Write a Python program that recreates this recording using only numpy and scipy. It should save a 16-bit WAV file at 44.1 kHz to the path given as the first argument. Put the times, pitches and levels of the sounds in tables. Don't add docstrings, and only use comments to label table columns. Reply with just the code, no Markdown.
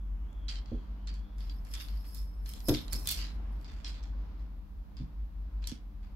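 import sys
import numpy as np
from scipy import signal
from scipy.fft import rfft, irfft
from scipy.io import wavfile
from scipy.ndimage import uniform_filter1d

SR = 44100
rng = np.random.default_rng(int(sys.argv[2]) if len(sys.argv) > 2 else 0)


def persist_wave(psi):
    counts = np.round(np.clip(psi, -1, 1) * 32767).astype(np.int16)
    wavfile.write(sys.argv[1], SR, np.atleast_2d(counts).T)


N = 271465
T = np.arange(N) / SR

# t/s, f/Hz, level between dips/dB
HUM_PATH = [(0, 47.9, -38), (.5, 48.1, -37.5), (.75, 50.2, -37), (.95, 50.1, -41.5), (1.25, 47.9, -34),
            (1.6, 45.93, -38), (1.85, 50.63, -37.5), (2.23, 49.34, -34), (2.7, 47.27, -38),
            (3.1, 46.1, -33), (3.3, 49.97, -39.5), (3.55, 48.28, -39.5), (4.1, 49.6, -34.5),
            (4.5, 48.44, -39), (4.85, 40.66, -48), (5.049, 49.92, -34.5), (5.701, 49.2, -36.5),
            (6.16, 43.3, -42.5)]
# t/s, half width/s
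HUM_DIPS = [(.34, 0.035), (.65, 0.045), (.72, 0.016), (.82, 0.035), (1.301, 0.094), (1.679, 0.054),
            (1.821, 0.057), (2.09, 0.097), (2.329, 0.087), (2.55, 0.14), (2.83, 0.091), (3.119, 0.073),
            (3.32, 0.045), (3.721, 0.013), (3.822, 0.034), (3.981, 0.071), (4.29, 0.091), (4.49, 0.022),
            (4.609, 0.035), (4.721, 0.029), (4.95, 0.073), (5.08, 0.084), (5.301, 0.092), (5.5, 0.045),
            (5.801, 0.085), (6.071, 0.054)]
# f/Hz, level/dB
MAINS_TONES = [(200, -66), (300, -75)]
# f/Hz, relative level/dB
HISS_SPECTRUM = [(15, -44), (28, -20.5), (40, -6.5), (53, -1), (65, -8.5), (97, -26), (200, -29),
                 (300, -33), (340, -40), (530, -44.5), (1020, -44.5), (1800, -54), (3000, -59), (5000, -63),
                 (8500, -73.5), (10300, -75), (11300, -62.5), (16000, -70.5)]
# t/s, mid-range level/dB, lower-treble lift/dB
HISS_PATH = [(0.0, -66.5, -4), (0.31, -66, -4), (0.68, -61.5, -1.5), (1.18, -65, 2.5), (1.66, -64.5, 1),
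             (2.11, -64.5, 4), (2.73, -63, -3), (3.12, -57.5, -6), (3.32, -61, -3), (3.8, -62, 2.5),
             (4.759, -67, 1), (6.16, -69, 1)]
# t/s, f/Hz, level/dB
WHISTLE_PATH = [(0, 3458, -81), (0.081, 3320, -89), (0.16, 2940, -89), (.24, 2920, -84), (.33, 3470, -76),
                (.46, 3260, -74), (0.849, 3330, -78), (0.921, 2880, -87), (1.049, 3060, -75),
                (1.298, 3460, -76), (1.5, 3400, -100)]
# t/s, peak before panning/dB, ring f/Hz, tick against wood/dB,
# jostle against peak/dB, jostle length/s
BEAD_CLACKS = [(0.328, -54, 3220, -4, -36, .044), (0.4817, -33.5, 4100, -37, -7.5, 0.02),
               (0.4945, -33, 4600, -43, -10, 0.039), (0.507, -47.5, 4370, -6, -5, 0.056),
               (0.5556, -35.5, 4500, -39, -16, 0.042), (0.658, -46, 4600, -35, -20.5, 0.17),
               (1.072, -41, 4600, -15, -7, .023), (1.096, -46.5, 4550, -26, -9, 0.047),
               (1.14, -45, 4420, -7.5, -16.5, 0.06), (1.382, -49.5, 5270, -1.5, -14, 0.087),
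               (1.405, -46, 4470, -22, -18, 0.14), (1.496, -38.5, 4720, -33, -23.5, .045),
               (1.649, -48.5, 4600, 1, -13, 0.079), (1.713, -49, 4570, -17, -10.5, .081),
               (1.737, -30.5, 5500, -3, -10.5, .017), (1.751, -42.5, 4728, -16, -9, 0.11),
               (1.799, -37.5, 4890, -18, -5.5, 0.02), (1.824, -44, 4680, -15, -17, 0.057),
               (1.8843, -43, 4700, -32, -17, 0.11), (2.0427, -52.5, 3408, -22, -7.5, 0.026),
               (2.082, -52, 5230, 16, -14, 0.074), (2.146, -35, 4800, 9.5, -20.5, 0.071),
               (2.459, -41.5, 4170, -15, -15, 0.058), (2.4903, -36.5, 5430, 10.5, -19.5, .1),
               (2.5355, -36, 4340, 0, -21.5, 0.078), (2.603, -39, 4665, -4, -25, 0.031),
               (2.684, -22, 4250, 9.5, -10, 0.011), (2.6926, -21.5, 4000, -5.5, -22, 0.0095),
               (2.71, -37, 5130, -0.5, -12.5, 0.1), (2.737, -37, 4730, -5, -2, 0.019),
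               (2.7465, -24.5, 3660, -29, -19, 0.057), (2.768, -34, 3640, -25, -12.5, 0.051),
               (2.88, -36.5, 4500, -11.5, -23.5, 0.074), (2.9234, -37, 4380, 4.5, -2, 0.032),
               (2.9304, -24, 5740, 10.5, -26.5, 0.14), (3.0548, -40, 5184, 2.5, -5.5, 0.036),
               (3.0721, -19, 4540, 3.5, -17, 0.062), (3.088, -20, 5560, 5.5, -17.5, 0.042),
               (3.111, -22.5, 4720, 14.5, -10, 0.019), (3.115, -27.5, 4750, 1.5, -15.5, 0.077),
               (3.1724, -35.5, 4850, -27, -8.5, 0.075), (3.198, -38.5, 4560, -29, -9, 0.055),
               (3.242, -44, 4580, -27, -8.5, 0.081), (3.612, -52.5, 3600, 3, -14, .046),
               (3.6446, -46, 4940, -18.5, -14, 0.058), (3.679, -50.5, 4830, -21, -8, 0.06),
               (3.7172, -53.5, 4460, -3, -9.5, 0.3), (3.845, -32.5, 4240, -26.5, -13, 0.061),
               (3.881, -42, 4733, -3.5, -11.5, 0.053), (3.9427, -47, 4063, -34, -10, 0.071),
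               (4.0286, -47, 5700, -16, -17, .019), (4.0363, -45.5, 5500, -12, -17, 0.058),
               (4.394, -57.5, 4170, -11.5, -14, 0.063), (4.968, -45.5, 5060, -26, -14.5, 0.064),
               (5.621, -54, 4100, -21.5, -3.5, 0.017), (5.6397, -40, 4130, -33, -15.5, .042),
               (5.672, -26.5, 5565, -1, -21, 0.056), (5.695, -49, 4240, -10, -12, 0.037),
               (5.7153, -38, 4930, -13.5, -16.5, 0.021), (5.722, -46.5, 5634, -26, -18, 0.067),
               (6.0292, -59, 4600, -18, -8, 0.057)]
# f/Hz, relative level/dB, t60/s
BEAD_MODES = [(2700, -5, 0.0036), (3450, -2.5, 0.016), (4320, 0, 0.016), (4880, -3.5, 0.013),
              (5870, -15.5, 0.008), (7160, -13, 0.012)]
# t/s, peak before panning/dB, floor against frame/dB, left minus right/dB,
# contact time/s, top of the push/Hz, factor on the frame's ring time
PAW_THUMPS = [(0.716, -28, -6, -2.5, 0.013, 446, 0.29), (.741, -32.5, 2.5, 0, 0.025, 347, 0.42),
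              (2.683, -14.5, -5, 1.5, 0.024, 1780, 0.52), (2.931, -35.5, 0.5, -2.5, 0.029, 1400, 0.83),
              (4.998, -30.5, 7, -2.5, 0.013, 250, 0.52), (5.717, -30.5, -33, -5.5, 0.0059, 260, 0.18)]
# f/Hz, relative level/dB, undamped t60/s
FRAME_MODES = [(245, 3.5, 0.26), (292.6, 6, 0.14), (361, -6, 0.29), (417, -8.5, 0.25), (474, -12, 0.22),
               (521.6, -14.5, 0.48), (572, -25, .15), (690, -26, 0.14), (885, -24, 0.53), (969, -26, 0.36),
               (1060, -23.5, .25), (1380, -19.5, .12), (1540, -29, 0.094)]
# f/Hz, relative level/dB, t60/s
FLOOR_MODES = [(45, 7.5, 0.38), (83.3, -0.5, 0.2), (128.5, 8, 0.14), (174.7, -0.5, 0.17)]
# t/s, peak before panning/dB
ROD_PINGS = [(1.074, -50.5), (1.406, -57), (1.497, -50), (3.6457, -57), (4.968, -61.5)]
# f/Hz, relative level/dB, t60/s
ROD_MODES = [(4615, 6, 0.19), (7400, -14, 0.096)]
# t/s, drive level/dB, rattle t60/s
BALL_SHAKES = [(1.4, -79, 6), (1.71, -66, 1.5), (1.82, -59, 0.1), (2.07, -65, 0.5), (2.16, -66, 0.37),
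               (2.472, -63, 0.47), (2.692, -45.5, 0.24), (2.74, -68, 0.5), (2.928, -59.5, 0.52),
               (3.06, -62, 0.58), (3.122, -58, 0.37), (3.53, -85, 4)]
# f/Hz, relative level/dB, t60/s
BELL_MODES = [(4700, -9, .04), (5265, -2, .06), (8850, -12, .04), (11240, -6, .04), (11550, -5, .03),
              (12820, -3, .035)]

DIP_DEPTH, HISS_WANDER_DB = 0.88, 1.2
CLACK_T60_S, JOSTLE_T60_S = 0.035, 0.0091
BODY_DB, BODY_PER_DB, BODY_PER_TICK_DB = -11, -0.89, -0.01
SHAKE_RISE_DB_S, BALL_RESTS_S = 503.5, 3.65
BELL_TURN_DB, PELLET_DB = 4, 14
TOY_PAN_DB = -2.5
ROOM_T60_S, TOY_SEND_DB, PAW_SEND_DB = .25, -10, -15
TOP_HZ = 15750


def undb(db):
    return 10 ** (np.asarray(db) / 20)


def level(x, db):
    return x * undb(db) / np.sqrt(np.mean(x ** 2))


def peak(x, db):
    return x * undb(db) / np.abs(x).max()


def pan(x, left_minus_right_db):
    return x * undb(np.array([[.5], [-.5]]) * left_minus_right_db)


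def band(x, lo_hz, hi_hz):
    return signal.sosfilt(signal.butter(2, [lo_hz, hi_hz], "bandpass", fs=SR, output="sos"), x)


def add(out, at, x):
    start = int(at * SR)
    out[:, start:start + x.shape[-1]] += x[..., :N - start]


def ring(x, modes):
    out = 0
    for hz, db, t60 in modes:
        r, w = np.exp(-np.log(1000) / (t60 * SR)), 2 * np.pi * hz / SR
        out = out + undb(db) * signal.lfilter([np.sin(w)], [1, -2 * r * np.cos(w), r * r], x)
    return out


def grains(size, per_s, spread_db):
    when, kick, strength = rng.random(size), rng.standard_normal(size), rng.exponential(size=size)
    return level((when < per_s / SR) * kick * undb(spread_db * strength), 0)


def drift(rate_hz):
    hold = int(SR / rate_hz)
    steps = np.repeat(rng.standard_normal(N // hold + 1), hold)
    return level(uniform_filter1d(uniform_filter1d(steps, hold), hold)[:N], 0)


def hum():
    at, hz, db = np.transpose(HUM_PATH)
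    dips = np.prod([1 - DIP_DEPTH * np.exp(-2 * ((T - s) / half) ** 2) for s, half in HUM_DIPS], axis=0)
    phase = 2 * np.pi * np.cumsum(np.interp(T, at, hz)) / SR
    tone = undb(np.interp(T, at, db) + 1.2 * drift(25)) * dips * np.sin(phase)
    mains = sum(undb(g + 2.5 * drift(2.8)) * np.sin(2 * np.pi * f * T) for f, g in MAINS_TONES)
    return np.sqrt(2) * (tone + mains)


def hiss():
    bins_hz = np.arange(N // 2 + 1) * SR / N + 1
    hz, colour_db = np.transpose(HISS_SPECTRUM)
    colour = undb(np.interp(np.log(bins_hz), np.log(hz), colour_db))
    width = np.clip(bins_hz / 600, .25, 1)
    mid, side = (rfft(rng.standard_normal(N)) * colour for _ in range(2))
    bed = np.array([irfft(mid + width * side, N), irfft(mid - width * side, N)])
    bed /= np.std(band(bed, 590, 2000))
    at, db, lift_db = np.transpose(HISS_PATH)
    air = band(bed, 60.9, 7000)
    sheen = (undb(np.interp(T, at, lift_db)) - 1) * band(air, 3500, 7500)
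    swell = undb(np.interp(T, at, db) + HISS_WANDER_DB * drift(5.32))
    return (air + sheen) * swell + (bed - air) * undb(-68.5)


def whistle():
    at, hz, db = np.transpose(WHISTLE_PATH)
    phase = 2 * np.pi * np.cumsum(np.interp(T, at, hz)) / SR
    breath = drift(420) * np.sin(phase) + drift(420) * np.cos(phase)
    return breath * undb(np.interp(T, at, db))


def bead(push, ring_hz, t60, tick_db, body_db):
    quirks = rng.standard_normal((len(BEAD_MODES), 2))
    modes = [(hz * (1 + 0.089 * detune), db + 3 * boost, decay)
             for (hz, db, decay), (detune, boost) in zip(BEAD_MODES, quirks)]
    modes.append((ring_hz, -1, t60))
    top_hz = np.clip(13488.5 + 200 * tick_db, 8500, 16000)
    knock = peak(ring(push, modes), 1.5) + peak(band(push, 2800, 8800), 0)
    wood = band(knock, 1500, 0.64 * top_hz)
    tick = band(band(push, 7820, top_hz), 4800, 1.25 * top_hz)
    body = band(push, 1070, 3340)
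    return peak(wood, 0) + peak(tick, tick_db) + peak(body, body_db)


def clacks():
    out, t = np.zeros((2, N)), np.arange(SR // 3) / SR
    burst = np.exp(-((t[:SR // 16] - .0015) / .0017) ** 2)
    for at, db, hz, tick_db, jostle_db, jostle_s in BEAD_CLACKS:
        body_db = BODY_DB + BODY_PER_DB * (db + 42.5) + BODY_PER_TICK_DB * tick_db
        shared, *sides = rng.standard_normal((3, len(burst))) * burst
        crack = bead(shared + 2.6 * np.array(sides), hz, CLACK_T60_S, tick_db, body_db)
        add(out, at, peak(crack, db))
        fade = np.exp(-(t / min(jostle_s, .2)) ** 1.7) * (1 - np.exp(-t / 0.0026))
        heard = t < 3 * jostle_s
        contacts = grains((2, len(t)), per_s=1200, spread_db=0.71)[:, heard]
        jostle = bead(contacts, hz, JOSTLE_T60_S, tick_db - 6.5, body_db + 5.5)
        add(out, at, level(jostle, db + jostle_db) * fade[heard])
    return out


def paws():
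    out, t = np.zeros((2, N)), np.arange(SR // 2) / SR
    for at, db, floor_db, pan_db, contact_s, top_hz, sustain in PAW_THUMPS:
        contact = rng.standard_normal(len(t)) * np.exp(-t / contact_s)
        push = band(contact * (1 - np.exp(-t / 0.0016)), 37, top_hz)
        frame = ring(push, [(hz, gain_db, t60 * sustain) for hz, gain_db, t60 in FRAME_MODES])
        floor = ring(push * (1 - np.exp(-t / 0.023)), FLOOR_MODES)
        thump = peak(frame, 0) + peak(floor, floor_db)
        add(out, at, pan(peak(thump, db), pan_db))
    return out


def rods():
    out, t = np.zeros((2, N)), np.arange(SR // 4) / SR
    for at, db in ROD_PINGS:
        knock = rng.standard_normal((2, len(t))) * np.exp(-t / .012)
        add(out, at, peak(ring(knock, ROD_MODES), db))
    return out


def jingle_ball():
    shake = sum(undb(db + np.where(T < at, SHAKE_RISE_DB_S, -60 / t60) * (T - at))
                for at, db, t60 in BALL_SHAKES) * (T < BALL_RESTS_S)
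    top_mode_rms = np.std(ring(grains(SR, per_s=300, spread_db=0), BELL_MODES[-1:]))
    shell = np.zeros((2, N))
    for side in shell:
        for mode in BELL_MODES:
            facing = undb(BELL_TURN_DB * drift(25.1))
            side += ring(shake * facing * grains(N, per_s=540, spread_db=1.8), [mode])
    rattle = band(shake * grains(N, per_s=2100, spread_db=0.92), 6000, 19000)
    return (shell + undb(PELLET_DB) * rattle) / top_mode_rms


def room(x):
    t = np.arange(SR // 2) / SR
    noise = rng.standard_normal((2, len(t))) * (1 - np.exp(-t / 0.0022))
    warm = band(noise, 101.1, 4000)
    decay = np.exp(-np.log(1000) * t / ROOM_T60_S)
    tail = warm * decay + (noise - warm) * decay ** 5
    tail /= np.sqrt(np.sum(tail ** 2) / 2)
    return signal.fftconvolve(x.mean(axis=0)[None], tail)[:, :N]


def scene():
    toys = pan(clacks() + jingle_ball() + rods(), TOY_PAN_DB)
    thumps = paws()
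    reverb = undb(TOY_SEND_DB) * room(toys) + undb(PAW_SEND_DB) * room(thumps)
    bed = pan(hum(), 0.8) + hiss() + pan(whistle(), 5)
    return toys + thumps + reverb + bed


def record(dry):
    return signal.sosfilt(signal.ellip(10, .2, 60, TOP_HZ, fs=SR, output="sos"), dry)


dry = scene()
out = record(dry)
persist_wave(out)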